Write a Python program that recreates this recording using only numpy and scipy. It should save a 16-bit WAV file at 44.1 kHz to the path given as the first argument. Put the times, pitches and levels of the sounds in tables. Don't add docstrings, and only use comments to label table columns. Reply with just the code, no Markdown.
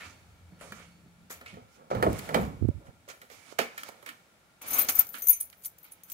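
import sys
import numpy as np
from scipy import signal
from scipy.fft import rfft, irfft, next_fast_len
from scipy.io import wavfile

SR = 44100
rng = np.random.default_rng(int(sys.argv[2]) if len(sys.argv) > 2 else 0)


def master(y):
    cut = np.clip(np.atleast_2d(y).T, -1, 1)
    pcm = np.round(cut * 32767)
    wavfile.write(sys.argv[1], SR, pcm.astype(np.int16))


def undo_db(level):
    steps = np.asarray(level, float) / 20
    return 10 ** steps


N = 270333


def unit(x):
    return x / np.sqrt(np.mean(x ** 2) + 1e-20)


def ears(pan_db):
    return undo_db([[pan_db / 2], [-pan_db / 2]])


def in_time(rows, rest_db=-120):
    s, *columns = np.transpose(rows)
    return [np.interp(np.arange(N) / SR, s, c, rest_db, rest_db) for c in columns]


def at_hz(points, hz):
    points = np.array(points)
    return np.interp(np.log(hz), np.log(points[:, 0] + 1), points[:, 1])


def band(x, low_hz, high_hz):
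    return signal.sosfilt(signal.butter(2, [low_hz, high_hz], "band", fs=SR, output="sos"), x)


def drift(rate_hz):
    r = np.exp(-80 * np.pi * rate_hz / SR)
    slow = signal.lfilter([1], [1, -2 * r, r * r], rng.standard_normal(N // 40 + 2002))[2000:]
    return np.interp(np.arange(N) / 40, np.arange(len(slow)), unit(slow))


def resonate(x, hz, width_hz):
    r = np.exp(-np.pi * width_hz / SR)
    zeros = np.array([1, 0, -1]) * (1 - r * r) / 2
    return signal.lfilter(zeros, [1, -2 * r * np.cos(2 * np.pi * hz / SR), r * r], x)


def body(x, peaks):
    return sum(undo_db(db) * resonate(x, hz, width_hz) for hz, width_hz, db in peaks)


def ring(clicks, hz, t60_s):
    r, w = undo_db(-60 / (t60_s * SR)), 2 * np.pi * hz / SR
    return signal.lfilter([0, np.sin(w)], [1, -2 * r * np.cos(w), r * r], clicks + 1e-18)


def grains(per_s, spread_db):
    sizes = unit(undo_db(spread_db * np.minimum(rng.exponential(1, N), 5)) * rng.choice([-1, 1], N))
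    share = np.clip(per_s, 20, SR) / SR
    return sizes * (rng.random(N) < share) / np.sqrt(share)


def coloured(white, spectrum, patchy_db, likeness, tilt_db=0):
    low_end, high_end = spectrum[0][0], spectrum[-1][0]
    edges = np.geomspace(low_end, high_end, round(2 * np.log2(high_end / low_end)))
    out = 0
    for k, (low, high) in enumerate(zip(edges, edges[1:])):
        mid, side = band(white[k % 2], low, min(high, .45 * SR))
        hz = np.sqrt(low * high)
        alike = np.clip(at_hz(likeness, hz), -1, 1)
        tilt = tilt_db * np.clip(np.log2(hz / 3500), 0, 2) / 1.544
        gain = undo_db(at_hz(spectrum, hz) + patchy_db * drift(7.6) + tilt)
        out = out + gain * (np.sqrt(1 + alike) * mid + np.sqrt(1 - alike) * side * [[1], [-1]])
    return out


def swells(rows):
    start, rise, peak_db, fall = np.array(rows)[:, :4].T[:, :, None]
    late = np.arange(0, N + 32, 32) / SR - start - rise
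    db = peak_db + np.where(late < 0, 14.5 * late / np.maximum(rise, 1e-3), -np.abs(fall) * late)
    return np.repeat(undo_db(db) * (late >= -rise), 32, axis=1)[:, :N]


# f/Hz, density/dB
RUMBLE = [(15, -67), (25, -12), (81, 6.5), (113, -3.5), (178, 8), (206, -14.5), (281, -9), (350, -30),
          (460, -72), (770, -120)]
# f/Hz, density/dB
HISS = [(150, 0.5), (250, -3.5), (541, 1.5), (964, -0.5), (1390, -14.5), (1550, -3), (2320, -10),
        (3590, -7), (4350, -12.5), (5660, -10.5), (13800, -17.5), (15700, -24), (16500, -43)]
# f/Hz, likeness/1
LIKENESS = [(60, 0.72), (180, 0.88), (550, 0.59), (1650, -0.09), (4970, 0.093), (15000, -0.18)]
# t/s, rise/s, peak/dB, fall/(dB/s)
SWAY = [
    (1.9, 0.16, -52, 32),
    (2.27, 0.45, -48.5, 86),
    (4.66, 0.053, -59.5, 50.5),
]
# t/s, rise/s, peak/dB, fall/(dB/s)
STIR = [
    (-.1, 0.068, -64, 42),
    (1.95, 0.31, -47.5, 72),
    (3.3, 0.57, -64.5, 38),
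    (4.66, 0.17, -44.5, 79),
]
# f/Hz, width/Hz, level/dB, from/s, to/s
HUMS = [
    (178, 9.9, -81, 3.8, 5.4),
    (81.7, 7.8, -59.5, 0.02, 0.75),
    (4480, 110, -72, 0.092, 0.098),
    (4430, 48, -76, 0.59, 0.92),
    (7020, 350, -80, 2.2, 2.3),
    (1390, 51, -81.5, 0.11, 5.3),
]


def background():
    t = np.arange(N) / SR
    garage_db, cabin_db, inside_s = -61, -70.5, 1.5
    shield = np.clip((t - inside_s) / 0.25, 0, 1)
    rumble = undo_db(garage_db + (cabin_db - garage_db) * shield) + swells(SWAY).sum(0)
    air = undo_db(-65.5) + swells(STIR).sum(0)
    white = rng.standard_normal((2, 2, N))
    out = rumble * unit(coloured(white, RUMBLE, patchy_db=3.5, likeness=LIKENESS))
    out += air * unit(coloured(white, HISS, patchy_db=0.0, likeness=LIKENESS))
    motor_hz, motor_db, from_s, to_s = 173.5, -57, 0.54, 1.26
    on = np.interp(t, [from_s - .05, from_s, to_s - .3, to_s + 0.21], [0.36, 1.0, 0.89, 0.073])
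    out += undo_db(motor_db + 2.0 * drift(4.4)) * on * np.sin(2 * np.pi * motor_hz * t)
    for hz, width_hz, db, start, end in HUMS:
        on = np.interp(t, [start - .1, start, end - .2, end + 0.43], [0, 1, 1, 0])
        hum = unit(resonate(resonate(white[0, 1], hz, width_hz), hz, width_hz))
        out += undo_db(db + 2 * drift(14.0)) * on * hum
    return out


# f/Hz, density/dB
CLOTH = [(150, -61), (250, 10), (373, -41), (538, 0), (938, -4.5), (1200, 3), (1580, -6.5), (2360, 0.5),
         (4120, -8.5), (7060, -13.5), (16000, -45.5)]
# t/s, rise/s, peak/dB, fall/(dB/s), brightness/dB
CLOTH_RUBS = [(-.2, 0.25, -46.5, 116, -4.5), (0.589, 0.03, -49.5, 118, 5.5), (.62, 0.17, -50, 107, 1),
              (1.297, 0.0065, -42.5, 178, 1), (1.454, 0.029, -46, 144, -3), (1.68, 0.082, -60.5, 502, 8),
              (1.903, 0.0022, -44, 162, -8), (2.024, 0.14, -46.5, 100, 4.5), (2.34, 0.0042, -46, 183, -115),
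              (2.85, 0.01, -64, 347, 3.5), (2.37, 0.072, -51.5, 227, 16),
              (3.078, 0.026, -47.5, 545, 6), (3.291, 0.027, -54.5, 44, 5), (3.449, 0.074, -50, 701, 2.5),
             (3.584, 0.0058, -23.5, 364, -14.5), (3.699, 0.19, -43.5, 490, -6),
             (4.058, 0.021, -38.5, 256, -25), (4.613, 0.18, -29, 215, -2.5), (4.885, 0.0047, -22, 600, 7.5),
             (4.943, 0.065, -33.5, 395, 6), (5.14, 0.0042, -40, 162, -8), (5.22, 0.1, -58, 298, 21),
             (5.8, 0.056, -59.5, 55, -8), (6.07, 0.035, -60.5, 93.5, 29.5), (5.635, 0.02, -56, 494, 27)]
# t/s, left lag/samples, cloth left-right/dB
DIRECTION = [
    (0, 1, -14),
    (1.4, 8, -5),
    (1.6, 21.5, -10),
    (2.9, 14.5, -21.5),
    (4.3, 12.5, -3.5),
    (4.55, -12, -1),
    (6.13, -11.5, -15),
]


def rustle():
    rubs = CLOTH_RUBS
    strokes, pan_db = swells(rubs), in_time(DIRECTION)[1]
    rub = strokes.sum(0)
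    bright_db = np.array(rubs)[:, 4] @ strokes / (rub + 1e-9)
    tilt_db = np.maximum(bright_db, -40) + 13.0
    white = np.array([[0.17 * grains(3000, spread_db=4.5) + rng.standard_normal(N) for ear in "ms"]
                      for draw in "ab"])
    likeness = [(300, 0.65), (8000, 0.028)]     # f/Hz, likeness/1
    out = coloured(white, CLOTH, patchy_db=2.0, likeness=likeness, tilt_db=tilt_db)
    return rub * undo_db(-8.0 + pan_db * [[.5], [-.5]]) * out / np.std(band(out[0], 950, 5320))


def placed(x):
    lag, n = in_time(DIRECTION)[0], np.arange(N)
    return np.array([np.interp(n - np.round(np.maximum(side * lag, 0)), n, ear)
                     for side, ear in zip((1, -1), x)])


# t/s, rise/s, peak/dB, fall/(dB/s)
SCUFFS = [(1.459, 0.0011, -45, 900), (1.468, 0.011, -59.5, 150), (3.085, 0.018, -53.5, 400),
          (4.06, 0.015, -61, 399), (5.265, 0.0092, -58, 397), (5.3, 0.01, -50, 213),
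          (2.345, 0.0069, -56, 153), (3.59, 0.0095, -39, 210), (4.7, 0.093, -42.5, 300),
          (4.886, 0.0041, -38, 500), (-.01, 0.028, -49.5, 200), (3.777, .004, -51, 300),
          (5.84, .012, -61, 500)]


def scuffs():
    grit = grains(2500, spread_db=1.0) + .5 * rng.standard_normal((2, N))
    return swells(SCUFFS).sum(0) * unit(resonate(grit, hz=2250, width_hz=600))


# f/Hz, width/Hz, level/dB
KNOCK_BODY = [
    (161, 8.5, 3.5),
    (225, 49, 0),
    (480, 203, -1.5),
    (538, 11, -1),
    (697, 46, -6),
    (1020, 450, -11.5),
]
# f/Hz, width/Hz, level/dB
KNOCK_CRACK = [
    (1423, 120, -1.5),
    (1808, 244, 1),
    (2346, 22, -3.5),
    (3120, 440, -10),
    (4300, 1040, -1.5),
]
# t/s, crack/dB, body/dB, t60/s, left-right/dB
STEPS = [(0.0074, -42.5, -65, 0.37, 10), (0.519, -61, -66, 0.97, -4), (0.61, -46, -47.5, 0.2, 5.5),
         (0.6382, -69, -55.5, 0.32, -8), (0.7214, -33.5, -48.5, 0.077, -2), (0.7956, -48.5, -57, 0.27, 1),
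         (1.303, -39, -53, 0.25, 4), (1.4104, -44, -52, 0.21, -1), (1.461, -43, -82, 0.026, -10),
         (1.5396, -48.5, -55, 0.17, 0), (1.572, -72, -51.5, 0.32, -1)]
# t/s, crack/dB, body/dB, t60/s, left-right/dB
LATCH = [(1.9116, -44, -25.5, 0.16, -2), (1.949, -38, -37, 0.32, -10), (2.0256, -21, -18, 0.1, -3.5),
         (2.0663, -59, -25.5, 0.11, 1), (1.9023, -44, -35.5, 0.054, 3), (2.099, -39, -53, 0.022, -8),
         (2.1306, -33.5, -49, 0.0053, 20), (2.1934, -32, -60, 0.015, 13), (2.29, -32, -31, 0.083, -5),
         (2.344, -17.5, -20.5, 0.11, -7.5), (2.372, -50, -25, 0.098, 9), (2.8684, -54, -67, 0.16, 0)]
# t/s, crack/dB, body/dB, t60/s, left-right/dB
CABIN = [(3.087, -39, -53, 0.3, 0), (3.216, -42, -62.5, 0.17, -3), (3.2998, -47, -57.5, 0.15, -9),
         (3.314, -52, -60, 0.31, -4), (3.5239, -61, -49, 0.019, -31), (3.588, -21, -24, 0.11, -8.5),
         (3.778, -30.5, -57, 0.14, -2), (3.8333, -30, -66, 0.028, -2), (3.888, -38, -35, 0.024, -9),
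         (3.921, -55.5, -63, 0.53, -14), (4.0267, -51, -53, 0.072, -15), (4.062, -36.5, -60, 0.19, -8.5),
         (4.0894, -34, -71, 0.055, -6), (4.886, -36, -54, 0.12, -15), (5.141, -40.5, -65.5, 0.28, -19.5),
         (5.527, -53, -93, 0.096, -21.5)]
TOP_DB = [
    -22.5,
    -23.5,
    -18,
]


def knocks():
    t, out = np.arange(SR // 3) / SR, np.zeros((2, N + SR))
    blows = [(*row, row[1] + top_db) for rows, top_db in zip((STEPS, LATCH, CABIN), TOP_DB) for row in rows]
    for s, crack_db, body_db, t60_s, pan_db, top_db in blows:
        noise = rng.standard_normal((5, len(t)))
        noise *= 1 + 2.42 * np.exp(-t / 0.0038)
        noise[:, 0] += 8.0
        low = unit(band(body(noise[0], KNOCK_BODY) + 0.11 * noise[0], 286, 1020))
        low = low * (1 - np.exp(-t / 0.0036))
        mid = body(noise[1], KNOCK_CRACK) + 0.04 * noise[1]
        mid = unit(band(band(mid, 920, 3600), 900, 3570)) * (1 - np.exp(-t / 0.0012))
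        top = unit(band(noise[2] + 2 * noise[3:], 3100, 15700))
        blow = undo_db(body_db - 60 * t / (1.22 * t60_s)) * low
        blow = blow + undo_db(crack_db - 11.0 - 60 * t / t60_s) * mid
        blow = blow + undo_db(top_db - 60 * t / (2.0 * t60_s)) * top
        at = round(s * SR)
        out[:, at:at + len(t)] += blow * ears(pan_db)
    return out[:, :N]


DOOR_PAN_DB = -4
# t/s, level/dB, f/Hz, t60/s
THUDS = [(0.523, -43, 181, 0.13), (.72, -40.5, 210, 0.1), (1.531, -42.5, 195, 0.19),
         (1.542, -44, 152.4, 0.14), (1.571, -36, 530, 0.019), (1.582, -45.5, 250, 0.097),
         (1.62, -49, 109, 0.19), (2.065, -16.5, 636, 0.073), (2.0743, -14.5, 390, 0.029),
         (2.084, -19.5, 227, 0.019), (2.102, -29, 167, 0.061), (2.107, -26, 327, 0.044),
         (2.13, -23.5, 98, 0.043), (2.361, -19.5, 232.3, 0.13), (2.38, -37, 342, 0.043),
         (2.396, -22, 186, 0.09), (2.712, -44, 570, 0.065), (2.815, -51, 573, .12), (3.079, -43, 567, .05),
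         (3.59, -53, 179, 0.24), (3.611, -40, 236, 0.15), (4.988, -46, 161, 0.094), (5.24, -47.5, 484, .05),
         (2.3445, -22.5, 1760, .025), (2.026, -27.5, 1900, 0.027), (1.912, -26.5, 526, 0.063),
         (2.345, -14.5, 597, 0.045)]


def thuds():
    t, out = np.arange(SR // 4) / SR, np.zeros(N + SR)
    for s, db, hz, t60_s in THUDS:
        at = round(s * SR)
        swing = np.sin(2 * np.pi * hz * t) + 0.21 * np.sin(2 * np.pi * 1.7 * hz * t)
        out[at:at + len(t)] += undo_db(db - 60 * t / t60_s) * swing
    return out[:N] * ears(DOOR_PAN_DB)


# t/s, rise/s, peak/dB, fall/(dB/s)
SHIVERS = [(1.298, 0.011, -42, 245), (2.17, .025, -53, 500), (2.36, 0.064, -49.5, 253),
           (5.62, 0.044, -49, 700), (4.885, .004, -39, 500), (5.265, 0.019, -39, 300),
           (5.401, 0.0051, -45, 600), (4.731, 0.0052, -40, 399), (4.987, .006, -37, 500),
           (3.31, .012, -58, 300), (4.022, 0.01, -56, 900), (3.85, .04, -54, 600)]


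def shivers():
    touch = grains(2500, spread_db=3.0) * rng.standard_normal((2, N))
    pitches_hz, sizes = rng.uniform(6500, 15600, 40), undo_db(rng.normal(0, 5, 40))
    modes = sum(size * ring(touch, hz, t60_s=.02) for hz, size in zip(pitches_hz, sizes))
    return swells(SHIVERS).sum(0) * unit(modes)


# t/s, peak/dB, left-right/dB
TICKS = [(1.4144, -41, -1.0), (1.4194, -46, -2.5), (2.1301, -27, -3.5), (2.1875, -28, -3.0),
         (2.1916, -21, -10), (2.6784, -55, -4), (2.685, -39.5, -7), (4.8873, -9, 4), (5.4999, -38, -8),
         (5.6226, -40, 3.5), (5.6414, -34, 1), (5.648, -25, 4), (5.6562, -27.5, -1), (6.1, -30.5, 9.5)]


def ticks():
    t, out, t60_s = np.arange(SR // 40) / SR, np.zeros((2, N + SR)), 0.0064
    for s, db, pan_db in TICKS:
        at = round(s * SR)
        tick = unit(band(rng.standard_normal(len(t)), 2940, 15500)) * undo_db(db - 8 - 60 * t / t60_s)
        out[:, at:at + len(t)] += tick * ears(pan_db)
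    return out[:, :N]


# t/s, rise/s, peak/dB, fall/(dB/s)
SHUDDERS = [
    (1.97, 0.047, -36.5, 67),
    (2.276, 0.1, -31, 144),
    (2.8, 0.094, -52, 790),
    (1.76, 0.045, -52.5, 160),
    (3.2, 0.043, -57, 1300),
]
# t/s, rise/s, peak/dB, fall/(dB/s)
BOOMS = [
    (1.91, 0.051, -31.5, 75),
    (2.02, 0.059, -30.5, 209),
    (2.33, 0.091, -34.5, 100),
]


def door():
    heave, shudder = swells(BOOMS).sum(0), swells(SHUDDERS).sum(0)
    boom = unit(band(rng.standard_normal(N), 65, 220))
    panel = unit(band(body(grains(900, spread_db=1.0), KNOCK_BODY), 87, 1080))
    return (heave * boom + shudder * panel) * ears(DOOR_PAN_DB)


# t/s, snap/dB, swirl/dB
GUSTS = [
    (2.613, -32, -19.5),
    (2.6256, -12.5, -16.5),
    (2.644, -17.5, -12),
    (2.6524, -13, -31),
    (2.669, -39, -20.5),
    (2.6892, -8, -14),
    (2.745, -41, -29),
    (2.758, -39, -31),
    (2.776, -43, -35),
    (2.884, -64, -38),
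]


def draught():
    out, t = np.zeros((2, N)), np.arange(-SR // 20, SR // 20) / SR
    snap_hz, snap_s = 250, 0.0016
    swirl_hz, swirl_s, swirl_late_s = 102.7, 0.0075, 0.00736
    chances = rng.standard_normal((len(GUSTS), 2))
    for (s, snap_db, swirl_db), (pitch, phase) in zip(GUSTS, chances):
        snap = np.exp(-np.abs(t / snap_s) ** 1.3) * np.cos(2 * np.pi * (snap_hz * t + .2 + .08 * phase))
        late = t - swirl_late_s
        swirl = np.exp(-(late / swirl_s) ** 2) * np.cos(2 * np.pi * swirl_hz * 2 ** (.2 * pitch) * late)
        at = round(s * SR) - len(t) // 2
        out[1, at:at + len(t)] += undo_db(snap_db) * snap - undo_db(swirl_db) * swirl
    return out


# t/s, short/dB, middle/dB, long/dB, share of free ring time before damping/1
STRIKES = [(4.617, -34, -49, -55, 0.4), (4.6245, -33, -46, -42, 0.15), (4.6633, -44, -55, -52, 0.29),
           (4.6833, -29, -38, -44, 0.62), (4.705, -25, -34, -44, 0.65), (4.733, -15, -38, -33, 0.38),
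           (4.7412, -16, -40, -36, 0.27), (4.7518, -26, -43, -44, 0.25), (4.7716, -21, -29, -54, 0.36),
           (4.7845, -14, -28, -39, 0.31), (4.7912, -14, -28, -44, 0.78), (4.8024, -22, -44, -53, 0.35),
           (4.884, -24, -45, -30, 0.28), (4.8918, -27, -40, -48, 0.25), (4.9523, -11, -40, -38, 0.38),
           (4.9884, -8, -19, -24.5, 0.21), (4.9915, 0, -26, -30, 0.15), (5.0674, -29.5, -48, -55, 0.49),
           (5.089, -28, -49, -57, 0.3), (5.132, -51, -58, -67, 0.4), (5.152, -47, -56, -61, 0.35),
           (5.184, -29, -59, -58, 0.26), (5.22, -22.5, -41, -40, 1), (5.269, -14, -29, -32, 0.41),
           (5.2824, -5, -22, -30, 0.32), (5.2883, -33, -34, -27, 0.19), (5.2924, -3, -30, -47, 0.55),
           (5.3027, -41, -18, -38, 0.85), (5.328, -36, -20.5, -30.5, 0.68), (5.3626, -39, -49, -46, 0.21),
           (5.4025, -43, -43, -42, 0.35), (5.4056, -46, -36, -41.5, 0.51), (5.499, -43, -41.5, -55, 0.17),
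           (5.6488, -33, -35, -62, 0.28), (5.657, -18.5, -29, -44, 0.23), (5.7846, -43, -63, -69, 0.38),
           (5.9188, -34, -40.5, -62, 0.26), (6.0347, -39, -56, -55.5, 0.65), (6.099, -33, -51, -59, 0.46),
           (6.1184, -23, -55, -46, 0.35)]
# f/Hz, level/dB, t60/s
SHORT_KEYS = [(13560, -18, .1), (13738, -7, .16), (14011, 0, .16), (14265, -13, .12), (14565, -16, .1),
              (14810, -22, .1), (15250, -21, .03), (15645, -20, .05)]
MIDDLE_KEYS = [(10225, -3, .15), (10520, -5, .12), (10850, -22, .06), (10100, -11, .04), (9245, -11, .08),
               (8765, -13, .18)]
LONG_KEYS = [(6178, 0, .18), (6442, -3, .15), (7014, -14, .12), (4899, -18, .15), (6081, -1, .06),
             (2370, -15, .05), (2100, -18, .05)]
SECOND_KEY_HZ = (13738, 14565, 10520)
# t/s, favour of second short key/dB, of second middle key/dB
HANG = [(4.62, -2, 0), (4.70, 2, 1), (4.745, 4, 3), (4.79, 4, -4), (4.83, 14, -11), (4.89, 6, 4),
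        (4.95, 17, 3), (4.99, -2, -3), (5.07, -1, -2), (5.22, 8, 0), (5.275, 6, -4), (5.295, -10, 8),
        (5.33, -2, 1), (5.405, 4, -13), (5.65, 3, 4), (5.92, 4, -2.5), (6.1, 3, 0)]
# t/s, rise/s, peak/dB, fall/(dB/s)
SWINGS = [(4.66, 0.073, -37, 127), (4.73, 0.073, -26.5, 390), (4.955, 0.049, -27.5, 800),
          (4.885, 0.008, -25, 326), (5.064, 0.14, -45.5, 395), (5.23, 0.078, -33, 335),
          (5.4, 0.0062, -33.5, 381), (5.49, 0.1, -63, 150), (5.63, 0.03, -44, 476),
          (5.78, 0.065, -53.5, 349), (5.91, 0.0083, -48.5, 393), (6.04, 0.11, -54, 93)]
# level/dB, left-right/dB, strike/dB, share in swings/dB
KEYS_DB = [-1, -4, -5]
KEYS_PAN_DB = [14, -7.5, -4.5]
STRIKE_DB = [-7, 3.5, 4.5]
SWING_DB = [3, 0, -12]


def clatter(touch):
    out = 0
    for hz in np.linspace(5700, 15650, 30) + rng.normal(0, 90, 30):
        hits = touch[0] + touch[1:] * rng.choice([-1, 1], (2, 1))
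        out = out + ring(hits, hz, t60_s=.03) * undo_db(10 * hz / 1e4)
    return unit(out)


def keys():
    t, out, shake = np.arange(SR // 6) / SR, np.zeros((2, N + SR)), swells(SWINGS).sum(0)
    patter = grains(1200, spread_db=2.6)
    touch = patter * rng.standard_normal((3, N))
    starts = [round(row[0] * SR) for row in STRIKES]
    for k, modes in enumerate((SHORT_KEYS, MIDDLE_KEYS, LONG_KEYS)):
        for hz, level_db, t60_s in modes:
            mode, favour_db = np.zeros(N + SR), np.zeros(N)
            if k < 2:
                favour_db = in_time(HANG, rest_db=2)[k] * (.5 if hz in SECOND_KEY_HZ else -.5)
            alive = unit(ring(patter * rng.standard_normal(N), hz, 0.21 * t60_s))
            mode[:N] = alive * shake * undo_db(SWING_DB[k] + level_db + favour_db - 6 + 4 * drift(25))
            chances = rng.standard_normal((len(STRIKES), 4))
            for row, at, (strength, detune, phase, damp) in zip(STRIKES, starts, chances):
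                blow_db = row[k + 1] + level_db + 3 * np.clip(strength, -3, 1.5) + STRIKE_DB[k] + favour_db[at]
                damped_s = np.clip(row[4], .05, 1) * t60_s * 1.45 ** damp
                fade = undo_db(blow_db - 60 * t / damped_s) * (1 - np.exp(-t / 0.001)) ** 2
                mode[at:at + len(t)] += fade * np.sin(2 * np.pi * (hz * (1 + 0.00011 * detune) * t + phase))
            beam = rng.standard_normal()
            beamed = np.array([mode, np.roll(mode, round(3 * beam))])
            out += undo_db(KEYS_DB[k]) * ears(KEYS_PAN_DB[k] + beam) * beamed
    parts, burst = clatter(touch), np.zeros(N + SR)
    for row, at in zip(STRIKES, starts):
        crack_db = -26.5 + 0.36 * row[1]
        burst[at:at + len(t)] += undo_db(crack_db - 60 * t / 0.014) * (1 - np.exp(-t / 0.00049))
    return out[:, :N] + parts * (burst[:N] + shake * undo_db(-8.0)) * ears(4)


def garage(x):
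    t60_s, wall_cut_hz = 0.34, 22000
    size = next_fast_len(N + SR)
    bins = np.arange(size // 2 + 1)
    turn = -2j * np.pi * bins / size
    dull = 1 / (1 + 1j * bins * SR / size / wall_cut_hz) ** 0.93
    lags = rng.integers(300, 1500, 16)
    loops = [undo_db(-60 * lag / SR / t60_s) * dull * np.exp(turn * lag) for lag in lags]
    echoes = [sum((-1) ** k * g / (1 - g) for k, g in enumerate(loops[ear::2])) for ear in (0, 1)]
    return irfft(rfft(x, size) * np.array(echoes), size)[:, :N]


def scene():
    near = knocks() + door() + keys() + rustle() + thuds() + scuffs()
    lean_in_s, cabin_wet_db = 4.3, -7.5
    wet = undo_db(np.interp(np.arange(N) / SR, [lean_in_s, lean_in_s + 0.22], [0, cabin_wet_db]))
    around = undo_db(-19.5) * garage(wet * near.mean(0)) + draught() + background()
    return placed(near + ticks() + shivers()) + around


# f/Hz, width/Hz, level/dB
CASE = [
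    (1323, 173, -4),
    (2260, 220, 3.5),
]


def band_limit(x):
    return signal.sosfilt(signal.butter(12, 16800, fs=SR, output="sos"), x)


def record(dry):
    x = signal.sosfilt(signal.butter(2, 45, "high", fs=SR, output="sos"), dry + body(dry, CASE))
    x = signal.sosfilt(signal.ellip(8, .5, 36, 15750, fs=SR, output="sos"), x)
    return band_limit(x)


dry = scene()
out = record(dry)
master(out)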